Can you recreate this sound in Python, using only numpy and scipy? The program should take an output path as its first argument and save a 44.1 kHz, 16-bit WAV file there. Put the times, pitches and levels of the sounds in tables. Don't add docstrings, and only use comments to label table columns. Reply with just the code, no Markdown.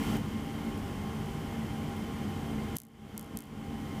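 import sys
import numpy as np
from scipy import signal
from scipy.fft import rfft, irfft
from scipy.io import wavfile
from scipy.ndimage import uniform_filter1d, minimum_filter1d

SR = 44100
rng = np.random.default_rng(int(sys.argv[2]) if len(sys.argv) > 2 else 0)


def master_out(mix):
    frames = np.transpose(np.atleast_2d(mix))
    ceiling = np.clip(frames, -1, 1)
    pcm = np.round(ceiling * 32767).astype(np.int16)
    wavfile.write(sys.argv[1], SR, pcm)


N = 4 * SR

# f/Hz, relative level/dB
AIR_SPECTRUM = [(20, -21), (32, -19), (47, -2.5), (65, -4), (90, -2), (115, -2), (150, -3.5), (200, -2),
                (280, -8), (340, -9), (430, -12), (560, -18.5), (800, -17), (1100, -20), (1600, -25),
                (2100, -24.5), (2600, -29.5), (3150, -26), (3800, -35), (5000, -35.5), (9000, -39),
                (15000, -42.5)]
# f/Hz, width/Hz, level/dB
HOUSING_MODES = [(148, 17, -49), (219.4, 25, -45), (287.2, 12.6, -49.5), (386.7, 17, -59.5),
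                 (451.3, 7.5, -58.5), (792, 33, -59.5), (2121, 31, -63.5), (3046, 27, -67.5),
                 (3160, 46, -66.5), (2990, 200, -67)]
# f/Hz, level/dB
FAN_TONES = [(800.5, -56.5), (1066.5, -61), (1400, -68)]
# t/s, gain/dB
HUM_THROBS = [(.25, -16), (.36, 9.5), (.47, -11), (.59, -9), (.64, 8), (.87, -0.5), (1.01, -13),
              (1.39, -12), (1.51, -7), (1.57, 5.5), (1.67, -18), (1.8, 11.5), (1.85, -8), (2.12, 0),
              (2.26, 9), (2.42, -24), (2.56, 8), (3.36, 6), (3.43, -9)]
# f/Hz, gain/dB
OPENING_LIFT = [(100, 4.5), (1000, 4.5), (2200, 7), (6000, 7), (14000, 8.5)]
# t/s, half-width/s, gain/dB
RUMBLE_SWELLS = [(0.04, 0.019, -10), (0.145, 0.042, 1.5), (2.806, 0.03, -3), (2.956, 0.039, -3.5),
                 (3.084, 0.044, -1), (3.282, .025, -1.5), (3.355, 0.017, 4.5), (3.42, 0.036, -5.5),
                 (3.537, .018, 2.5), (3.743, 0.039, 0)]
# t/s, peak level/dB, body ring/ratio to the impulse
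CAPACITOR_CRACKS = [(0.17, -28, .03), (0.7775, -37, 0.1), (1.2600, -38, 0.1), (1.3110, -40, .01),
                    (1.9675, -37, .01), (2.7568, -29, .03), (2.7662, -23, 0.5), (2.7685, 6, 0),
                    (3.1787, -10, 0.02), (3.3725, -8, 0)]
# f/Hz, relative level/dB
CRACK_SPECTRUM = [(200, -30), (1500, -26), (3000, -12), (4500, -9.5), (6300, -5.5), (8600, -2.5),
                  (9600, -3.5), (10600, -1), (13000, 1), (14000, -7), (15200, -16), (16500, -22)]

TIME_S = np.arange(N) / SR
BIN_HZ = np.maximum(np.arange(N // 2 + 1) * SR / N, 1)


def undb(db):
    return 10 ** (np.asarray(db) / 20)


def at_rms(x, db):
    return x * undb(db) / np.sqrt(np.mean(x ** 2))


def bin_gain(spectrum):
    hz, db = np.array(spectrum).T
    return undb(np.interp(np.log(BIN_HZ), np.log(hz), db))


def filtered(x, gain):
    return irfft(rfft(x) * gain, N)


def noise(gain, top_hz=15400):
    return filtered(rng.standard_normal(N), gain * (BIN_HZ < top_hz))


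def drift(rate_hz):
    return at_rms(noise(np.exp(-(BIN_HZ / rate_hz) ** 2)), 0)


def fan_air():
    out = at_rms(noise(bin_gain(AIR_SPECTRUM)), db=-39)
    for hz, width_hz, db in HOUSING_MODES:
        resonance = 1 / (1 + 2 * ((BIN_HZ - hz) / width_hz) ** 2)
        out += at_rms(noise(resonance), db)
    return out


def fan_hum(hz=223.8, wander=.028, flutter_db=2, throb_half_s=.028):
    clock_s = np.cumsum(1 + wander * drift(rate_hz=8.77)) / SR
    throb_db = sum(db * np.exp(-((TIME_S - at_s) / throb_half_s) ** 2) for at_s, db in HUM_THROBS)
    envelope = undb(throb_db + flutter_db * drift(rate_hz=20))
    return at_rms(np.sin(2 * np.pi * hz * clock_s) * envelope, db=-44.5)


def fan_whine(wander=.00348, flutter_db=3):
    clock_s = np.cumsum(1 + wander * drift(rate_hz=5.67)) / SR
    out = np.zeros(N)
    for hz, db in FAN_TONES:
        flutter = undb(-flutter_db * drift(rate_hz=16))
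        out += at_rms(np.sin(2 * np.pi * hz * clock_s) * flutter, db)
    return out


def equipment(lift_end_s=.169, lift_fade_s=.0053, rumble_top_hz=704):
    fans = fan_air() + fan_hum() + fan_whine()
    opening = np.clip((lift_end_s - TIME_S) / lift_fade_s + .5, 0, 1)
    lifted = filtered(fans, bin_gain(OPENING_LIFT))
    rumble = filtered(fans, 1 / (1 + (BIN_HZ / rumble_top_hz) ** 2))
    swell_db = sum(db * np.exp(-((TIME_S - at_s) / half_s) ** 2) for at_s, half_s, db in RUMBLE_SWELLS)
    return (1 - opening) * fans + opening * lifted + (undb(swell_db) - 1) * rumble


def tail(decay_s, energy_db):
    x = rng.standard_normal(N) * np.exp(-TIME_S / decay_s)
    return x * undb(energy_db) / np.sqrt(np.sum(x ** 2))


def capacitor(ring_hz=12900, ring_decay_s=.0002, bounce_s=.00065, bounce_db=-18):
    body = np.cos(2 * np.pi * ring_hz * TIME_S) * np.exp(-TIME_S / ring_decay_s)
    out = np.zeros(N)
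    for at_s, db, ring in CAPACITOR_CRACKS:
        bench = tail(decay_s=.0025, energy_db=-19)
        room = tail(decay_s=.016, energy_db=-23.5)
        hit = bench + room
        hit[0] = 1
        hit[int(bounce_s * SR)] += undb(bounce_db)
        crack = (hit + ring * body) / (1 + ring)
        start = int(at_s * SR)
        out[start:] += undb(db) * crack[:N - start]
    colour = bin_gain(CRACK_SPECTRUM)
    impulse_peak = irfft(colour, N)[0]
    return filtered(out, colour) / impulse_peak


def mains_comb(x, mains_hz=60, feedback=.585):
    padded_hz = np.arange(N + 1) * SR / (2 * N)
    delay = np.exp(-2j * np.pi * padded_hz / mains_hz)
    comb = (1 - delay) / (1 - feedback * delay)
    return irfft(rfft(x, 2 * N) * comb)[:N]


def compressor(x, threshold_db=-20, ratio=4.44, sense_hz=2500,
               lookahead_s=.0019, hold_s=.12, release_s=.26):
    treble_envelope = np.abs(signal.hilbert(filtered(x, BIN_HZ > sense_hz)))
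    over_db = 20 * np.log10(np.maximum(treble_envelope / undb(threshold_db), 1))
    target_db = over_db * (1 / ratio - 1)
    half_hold, half_ahead = int(hold_s * SR / 2), int(lookahead_s * SR / 2)
    held_db = minimum_filter1d(target_db, 2 * half_hold + 1, origin=half_hold)
    release = np.exp(-TIME_S / release_s)
    gain = undb(np.minimum.accumulate(held_db / release) * release)
    return x * uniform_filter1d(gain, 2 * half_ahead + 1, origin=-half_ahead)


def scene():
    return (equipment() + capacitor())[None]


def record(dry):
    top_hz = 16500
    lowpass = signal.ellip(10, .1, 80, top_hz, fs=SR, output="sos")
    ducked = compressor(mains_comb(dry[0]))
    return signal.sosfilt(lowpass, ducked)[None]


dry = scene()
out = record(dry)
master_out(out)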